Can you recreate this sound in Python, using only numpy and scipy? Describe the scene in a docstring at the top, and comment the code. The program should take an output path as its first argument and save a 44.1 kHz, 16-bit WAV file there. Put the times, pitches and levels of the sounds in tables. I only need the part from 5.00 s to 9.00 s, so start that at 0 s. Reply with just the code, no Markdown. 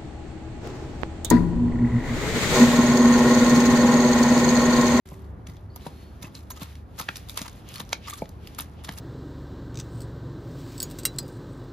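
"""A horse led in an arc past a close microphone pair, outdoors on wet, gritty hard ground.
Each hoof lands with a hollow clop and a thud, crunches the grit and flicks small stones;
three blows of the rim on stone clack sharply. Behind it lie a low rumble with a hum, a faint hiss,
a few soft swishes and a distant bird. Nearby buildings answer weakly."""
import sys
import numpy as np
from scipy import signal
from scipy.fft import rfft, irfft, next_fast_len
from scipy.io import wavfile
from scipy.ndimage import map_coordinates

SR = 44100
rng = np.random.default_rng(int(sys.argv[2]) if len(sys.argv) > 2 else 0)


def unload_wav(signal):
    """Save mono or channel-first audio to the path in sys.argv[1] as 16-bit WAV at rate SR, clipped to [-1, 1]."""
    wavfile.write(
        sys.argv[1],
        SR,
        np.round(np.clip(np.atleast_2d(signal).T, -1, 1) * 32767).astype(np.int16),
    )


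N = 176400
GRAIN_SPREAD_DB = 4.3  # how unequal the impacts of grit and pebbles are


def amp(db):
    """Decibels to gain."""
    return 10 ** (np.asarray(db) / 20)


def unit(x):
    """Scale to rms 1."""
    return x / np.sqrt(np.mean(x ** 2) + 1e-20)


def along(points, hz):
    """Read (f/Hz, value) points on a log frequency axis."""
    f, values = np.transpose(points)
    return np.interp(np.log(hz + 1), np.log(f + 1), values)


def wobble(rate, size=N):
    """A smooth random curve, rate knots a second."""
    return map_coordinates(rng.standard_normal(8192), [np.arange(size) * rate / SR + 2], mode='mirror')


def filtered(x, response):
    """Multiply the spectrum of x by response(hz)."""
    n = x.shape[-1]
    padded = next_fast_len(n + 4096)
    return irfft(rfft(x, padded) * response(np.fft.rfftfreq(padded, 1 / SR)), padded)[..., :n]


def noise(level_db):
    """Two unrelated noises with the spectrum level_db(hz), at rms 1."""
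    return unit(filtered(rng.standard_normal((2, N)), lambda hz: amp(level_db(hz))))


def add(track, s, sound):
    """Mix a sound in at time s."""
    i = int(round(s * SR))
    part = sound[..., max(-i, 0):max(N - i, 0)]
    track[..., max(i, 0):max(i, 0) + part.shape[-1]] += part


def spread(pair):
    """Blend two unrelated signals into partly alike left and right."""
    # likeness of the two channels: f/Hz, correlation
    likeness = [(60, 1), (500, 0.68), (1100, 0.067), (2000, 0.77), (3800, 0.6), (5200, 0.23), (7000, 0.92),
                (8400, 0.97), (15000, 0.99)]
    turn = lambda hz: np.arccos(np.clip(along(likeness, hz), 0, 1)) / 2
    mid, side = filtered(pair, lambda hz: np.array([np.cos(turn(hz)), np.sin(turn(hz))]))
    return np.array([mid + side, mid - side])


def background():
    """The bed of the place: low rumble, a wavering hum and a faint hiss that comes and goes."""
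    # spectra of rumble and hiss: f/Hz, level/dB
    rumble_shape = [(25, -29), (48, 0.5), (70, 2), (105, -3), (190, -7), (300, -11), (450, -17), (900, -21),
                    (1500, -27), (3000, -48.5), (8000, -82), (16000, -60)]
    hiss_shape = [(500, -29), (1500, 2.5), (3500, 2), (6000, -4.5), (10000, -7), (16000, -10)]
    # course of the hiss: t/s, level/dB
    hiss_level = [(0, -57.5), (.3, -72.5), (.72, -71.5), (.82, -56.5), (1.45, -67.5), (1.7, -52),
                  (1.85, -72), (2.1, -50), (2.25, -57.5), (3.2, -64), (3.37, -65.5), (3.5, -56.5),
                  (3.74, -66), (4, -78)]
    # hum tones: f/Hz, level/dB, fade/(dB/s)
    hum_tones = [(73.5, -50, 1.5), (102.6, -50.5, 1), (380.7, -59, 11)]
    t = np.arange(N) / SR
    rumble = amp(-45 + 1.1 * wobble(5.72)) * noise(lambda hz: along(rumble_shape, hz))
    hiss_db = np.interp(t, *np.transpose(hiss_level)) + 1.2 * wobble(32.1)
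    hiss = amp(hiss_db) * noise(lambda hz: along(hiss_shape, hz))
    hum = np.zeros(N)
    for hz, db, fade in hum_tones:
        level = amp(db - fade * t + 4.4 * wobble(7))
        hum += level * np.sqrt(2) * np.sin(2 * np.pi * hz * t + np.sqrt(hz / 100) * wobble(7.8))
    return spread(rumble + hiss) + hum


def grains(per_s, size):
    """Two random trains of tiny grit impacts of very unequal strength."""
    hits = rng.random((2, size)) < per_s / SR
    polarity = np.sign(rng.standard_normal((2, size)))
    strength = amp(GRAIN_SPREAD_DB * np.minimum(rng.exponential(size=(2, size)), 4))
    return unit(hits * polarity * strength)


def pebbles(per_s, size):
    """A random train of small stones, each ticking at its own pitch."""
    low_hz, high_hz, t60_cycles = 900, 13000, 15
    t = np.arange(SR // 100) / SR
    when, tone, chance = rng.random((int(per_s * size / SR), 3)).T[..., None]
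    hz = low_hz * (high_hz / low_hz) ** tone
    strength_db = -GRAIN_SPREAD_DB * np.log(chance + .035)
    ticks = hz * amp(strength_db - 60 * t * hz / t60_cycles) * np.sin(2 * np.pi * hz * t)
    places = (when * size).astype(int) + np.arange(len(t))
    return unit(np.bincount(places.ravel(), ticks.ravel(), size)[:size])


def scuffs():
    """Grit and pebbles crackle under each swell of pressure; loose grains patter down afterwards."""
    # grit crushed or scraped under a hoof: peak t/s, level/dB, rise/s, t60/s, tilt/(dB/octave)
    crushes = [(0.114, -54.5, 0.071, 0.54, 0.5), (0.47, -44, 0.0022, .06, 1),
               (0.497, -53.5, 0.024, 0.44, -1.5), (0.762, -28, 0.0027, 0.012, 9.5),
               (0.866, -44, 0.012, 0.12, 0), (1.23, -34, 0.0052, 0.027, 6.5), (1.247, -44, 0.023, 0.16, -3),
               (1.354, -45, 0.0071, 0.25, 1), (1.505, -33.5, 0.0028, 0.063, 7),
               (1.573, -40, 0.01, 0.035, 0.5), (1.621, -35.5, 0.013, 0.11, 0),
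               (2.002, -29.5, 0.013, 0.11, 0), (2.095, -67, 0.013, 0.58, -1),
               (2.157, -35, 0.00062, 0.089, 2), (2.298, -42, 0.012, 0.19, 2.5),
               (2.378, -31.5, 0.011, 0.11, -0.5), (2.417, -39, 0.0059, 0.19, 0),
               (2.464, -42, 0.017, 0.034, -3.5), (2.483, -32, 0.0024, 0.016, -1),
               (2.701, -53, 0.017, 0.76, 0.5), (2.76, -38.5, 0.017, 0.12, 1),
               (2.802, -27, 0.0037, 0.039, -1), (2.934, -41.5, 0.024, 0.044, -4),
               (3.086, -33.5, 0.012, 0.029, -2), (3.1, -34, 0.0058, 0.076, 2), (3.135, -40, 0.01, 0.22, 1),
               (3.185, -43, 0.0035, 0.2, 1.5), (3.474, -41.5, 0.0026, 0.029, 3),
               (3.589, -29.5, 0.004, 0.1, 0.5), (3.606, -38.5, 0.0058, 0.11, 5),
               (3.851, -37, 0.0067, 0.029, 1), (3.889, -44, 0.026, 0.19, -2.5),
               (3.919, -46.5, 0.0094, 0.19, 1.5), (3.984, -34, 0.008, 0.043, 2)]
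    # spectrum of the grit: f/Hz, level/dB
    grit = [(120, -71), (300, -8.5), (650, -5), (1200, 2.5), (1500, -3.5), (1800, -4), (2900, -4.5),
            (3600, -2.5), (5500, -7), (8500, -7.5), (12000, -8.5), (16000, -10)]
    clumps_per_s, clump_db, colour_db = 260, 3.8, 2
    spray_db, spray_fall_s = -27.5, 0.082
    out, loose = np.zeros((2, N)), np.zeros(N)
    before = SR // 6
    t = (np.arange(SR // 2) - before) / SR
    gravel = np.array([pebbles(per_s=1300, size=N + SR) for _ in range(2)])
    for s, db, rise_s, t60, tilt_db in crushes:
        crackle = grains(per_s=3500, size=len(t)) + gravel[:, int(s * SR):][:, :len(t)]
        crackle *= amp(clump_db * wobble(clumps_per_s, len(t)))
        # each patch of ground has its own colour
        patch = np.column_stack([np.geomspace(300, 16000, 28), colour_db * rng.standard_normal(28)])
        tilt = lambda hz: tilt_db * np.log2((hz + 200) / 3000)
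        crackle = unit(filtered(crackle, lambda hz: amp(along(grit, hz) + along(patch, hz) + tilt(hz))))
        swell = np.exp(-(np.maximum(-t, 0) / rise_s) ** 1.27)
        release = amp(-60 * np.maximum(t, 0) / t60)
        add(out, s - before / SR, amp(db) * swell * release * crackle)
        add(loose, s, amp(db) * np.exp(-(t - t[0]) / spray_fall_s))
    falling = np.array([pebbles(per_s=340, size=N) for _ in range(2)])
    spray = unit(filtered(falling, lambda hz: amp(along(grit, hz))))
    return spread(out + amp(spray_db) * loose * spray)


def ring(modes, attack_s, pitch=1):
    """Damped modes, a little different at each blow."""
    t = np.arange(SR // 6) / SR
    scatter = rng.standard_normal((len(modes), 2)) * [1, .015]
    out = np.zeros(len(t))
    for k, ((hz, db, t60), (extra_db, detune)) in enumerate(zip(modes, scatter)):
        tone = np.sin(2 * np.pi * hz * pitch * (1 + detune) * t)
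        out += (-1) ** k * amp(db + extra_db - 60 * t / t60) * tone
    return out * (1 - np.exp(-t / attack_s))


def hooves():
    """The hollow hoof clops as the weight thuds into the ground."""
    # hoof landings: t/s, thud level/dB, clop level/dB, clop pitch ratio
    landings = [(.118, -31.5, -42, 1.05), (0.484, -33, -58, 1.5), (.762, -44, -43, 1.26),
                (0.865, -29, -31, 1.012), (1.24, -34, -45.5, 1.13), (1.504, -45, -43.5, 1.7),
                (1.617, -28.5, -40.5, 1.17), (2.003, -36, -41, 0.92), (2.089, -34.5, -36, 2.6),
                (2.414, -30.5, -41, 1.2), (2.804, -32.5, -47, 0.87), (3.2208, -26, -23.5, 0.9),
                (3.601, -37.5, -42, 1.63), (3.891, -29.5, -47, 0.83)]
    # modes of the hollow hoof and of the weight on the ground: f/Hz, level/dB, t60/s
    clop = [(440, 11.5, 0.011), (587, 4, 0.027), (754, 1.5, 0.042), (952, -0.5, 0.044), (2610, -5, 0.015)]
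    thud = [(140.4, -3, 0.11), (192, -1, 0.057), (280.7, 1, 0.039)]
    out = np.zeros(N)
    for s, thud_db, clop_db, pitch in landings:
        add(out, s - .001, amp(clop_db) * ring(clop, attack_s=.0016, pitch=pitch))
        add(out, s - .0013, amp(thud_db) * ring(thud, attack_s=.0025))
    return out


def crack(force, low_hz, high_hz):
    """A contact force heard through the band of the struck thing, with the energy of 1 ms at rms 1."""
    poles = lambda ratio: 1 - ratio ** 2 + 1j * np.sqrt(2) * ratio
    highpass = lambda hz: (hz / low_hz) ** 2 / poles(hz / low_hz)
    lowpass = lambda hz: 1 / poles(hz / high_hz) / (1 + .5j * hz / high_hz)
    sound = filtered(force, lambda hz: highpass(hz) * lowpass(hz))
    return sound / np.linalg.norm(sound) * np.sqrt(SR / 1000)


def stones():
    """A stone gives way under a hoof with a snap and a short crumble."""
    # single stones: t/s, level/dB, centre f/Hz
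    snaps = [(0.471, -56, 3450), (.568, -48, 3300), (1.352, -35, 3980), (1.517, -40, 1460),
             (1.754, -42, 3800), (2.158, -32, 3240), (2.169, -29.5, 7700), (2.344, -42, 5040),
             (2.393, -31, 2480), (2.4171, -26.5, 3820), (2.4798, -34, 3900), (2.689, -36.5, 7400),
             (2.741, -37, 5000), (2.782, -36, 3140), (2.892, -40, 5500), (3.136, -31.5, 3600),
             (3.257, -42.5, 2400), (3.292, -41, 7560), (3.548, -39.5, 5000)]
    crumble_db, crumble_t60_s, band_ratio = -2.5, 0.012, 1.65
    out, t = np.zeros(N), np.arange(SR // 20) / SR
    for s, db, hz in snaps:
        force = (t == 0) + amp(crumble_db - 60 * t / crumble_t60_s) * rng.standard_normal(len(t))
        add(out, s, amp(db) * crack(force, hz / band_ratio, hz * band_ratio))
    return out


def bird():
    """Thin gliding chirps, blurred by distance into narrow bands of noise."""
    # chirps: t/s, length/s, start f/Hz, end f/Hz, level/dB
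    chirps = [(0.696, 0.03, 4650, 4550, -61.5), (0.707, 0.055, 5000, 4450, -67),
              (0.807, 0.095, 3980, 4130, -58), (0.884, 0.26, 4170, 4400, -66)]
    blur_per_s, waver_hz = 250, 100
    out = np.zeros(N)
    for s, length, start_hz, end_hz, db in chirps:
        n = int(length * SR)
        hz = np.linspace(start_hz, end_hz, n) + waver_hz * wobble(38, n)
        phase = 2 * np.pi * np.cumsum(hz) / SR
        call = wobble(blur_per_s, n) * np.sin(phase) + wobble(blur_per_s, n) * np.cos(phase)
        add(out, s, amp(db) * np.sqrt(np.hanning(n)) * call)
    return out


def clinks():
    """Rubbing on a stone swells into one rough resonance, which rings out."""
    # ringing contacts, low in the hollow hoof, high in a stone: t/s, level/dB, f/Hz
    contacts = [(1.228, -42.5, 6400), (1.246, -33.5, 2670), (1.35, -31, 4070), (1.37, -39, 4050),
                (1.505, -30.5, 1022), (1.515, -32, 6600), (1.571, -32.5, 1234), (2.087, -23, 1440),
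                (2.758, -28, 4350), (2.803, -38, 1053), (3.08, -29, 1200), (3.128, -24, 1170),
                (3.886, -32, 1683)]
    rise_s, t60_s, roughness = .003, .038, .55
    out, t = np.zeros(N), np.arange(SR // 10) / SR
    for s, db, hz in contacts:
        phase = 2 * np.pi * hz * t + roughness * np.sqrt(hz / 1000) * wobble(hz / 10, len(t))
        add(out, s, amp(db - 60 * t / t60_s) * (1 - np.exp(-t / rise_s)) * np.sin(phase))
    return out


def clacks():
    """The hoof's rim grinds over stone, touches and strikes home just after: a dry double crack."""
    # blows of the rim: t/s, level/dB, low edge f/Hz, high edge f/Hz
    blows = [(2.0894, -16, 1010, 2200), (2.9308, -12.5, 450, 4700), (3.8918, -23.5, 640, 4030)]
    grind_db, grind_s, touch_db, touch_lead_s = -20.5, 0.0021, -7, 0.001272
    out, strike = np.zeros(N), SR // 50
    t = np.arange(-strike, strike) / SR
    for s, db, low_hz, high_hz in blows:
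        force = amp(grind_db) * np.exp(-np.abs(t) / grind_s) * rng.standard_normal(len(t))
        force[strike] += 1
        force[strike - int(touch_lead_s * SR)] += amp(touch_db)
        add(out, s - strike / SR, amp(db) * crack(force, low_hz, high_hz))
    return out


def swishes():
    """Air and fibre noise swells and fades in step with the walk, perhaps the tail or a sleeve."""
    # soft swells: t/s, level/dB
    swells = [(2.703, -50), (3.06, -47.5), (3.45, -61.5), (3.8, -59.5)]
    centre_hz, db_per_octave, half_width_s = 2890, 14, 0.037
    t = np.arange(N) / SR
    band = noise(lambda hz: -db_per_octave * np.abs(np.log2((hz + 1) / centre_hz)))
    envelope = sum(amp(db) * np.exp(-((t - s) / half_width_s) ** 2) for s, db in swells)
    return spread(band * envelope)


def yard(direct):
    """A short diffuse answer from the walls and trees around."""
    # decay of the yard: f/Hz, t60/s
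    decay = [(150, 0.12), (1000, 0.16), (4000, 0.15), (12000, 0.1)]
    hz, t, spectra = signal.stft(rng.standard_normal((2, SR // 2)), SR, nperseg=256)
    tail = signal.istft(spectra * amp(-60 * t / along(decay, hz)[:, None]), SR, nperseg=256)[1]
    return spread(signal.fftconvolve(direct, tail / np.linalg.norm(tail[0]), axes=1)[:, :N])


def scene():
    """The open yard: the horse close by, the bird far off, the background behind both."""
    direct = scuffs() + hooves() + clacks() + stones() + clinks() + swishes() + bird()
    return direct + amp(-11.5) * yard(direct) + background()


def record(dry):
    """A close microphone pair shifts the phase between the sides; the sound opens after a brief hush."""
    # phase across the pair: f/Hz, lead of the left side/rad
    phase_lead = [(100, 0), (600, -.3), (900, 1), (1250, 1.2), (1520, 2.6), (1720, .3), (2300, .35),
                  (2950, .95), (4100, .35), (4900, .8), (5500, -1.3), (6600, -1.3), (8420, -3.14),
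                  (11700, -6.28), (15500, -9.42)]
    start_s, fade_in_s, top_hz = 0.054, .004, 15900
    opening = np.clip((np.arange(N) / SR - start_s) / fade_in_s, .01, 1)
    sides = np.array([[1], [-1]])
    response = lambda hz: (hz < top_hz) * np.exp(.5j * sides * along(phase_lead, hz))
    return filtered(dry * opening, response)


dry = scene()
out = record(dry)
unload_wav(out)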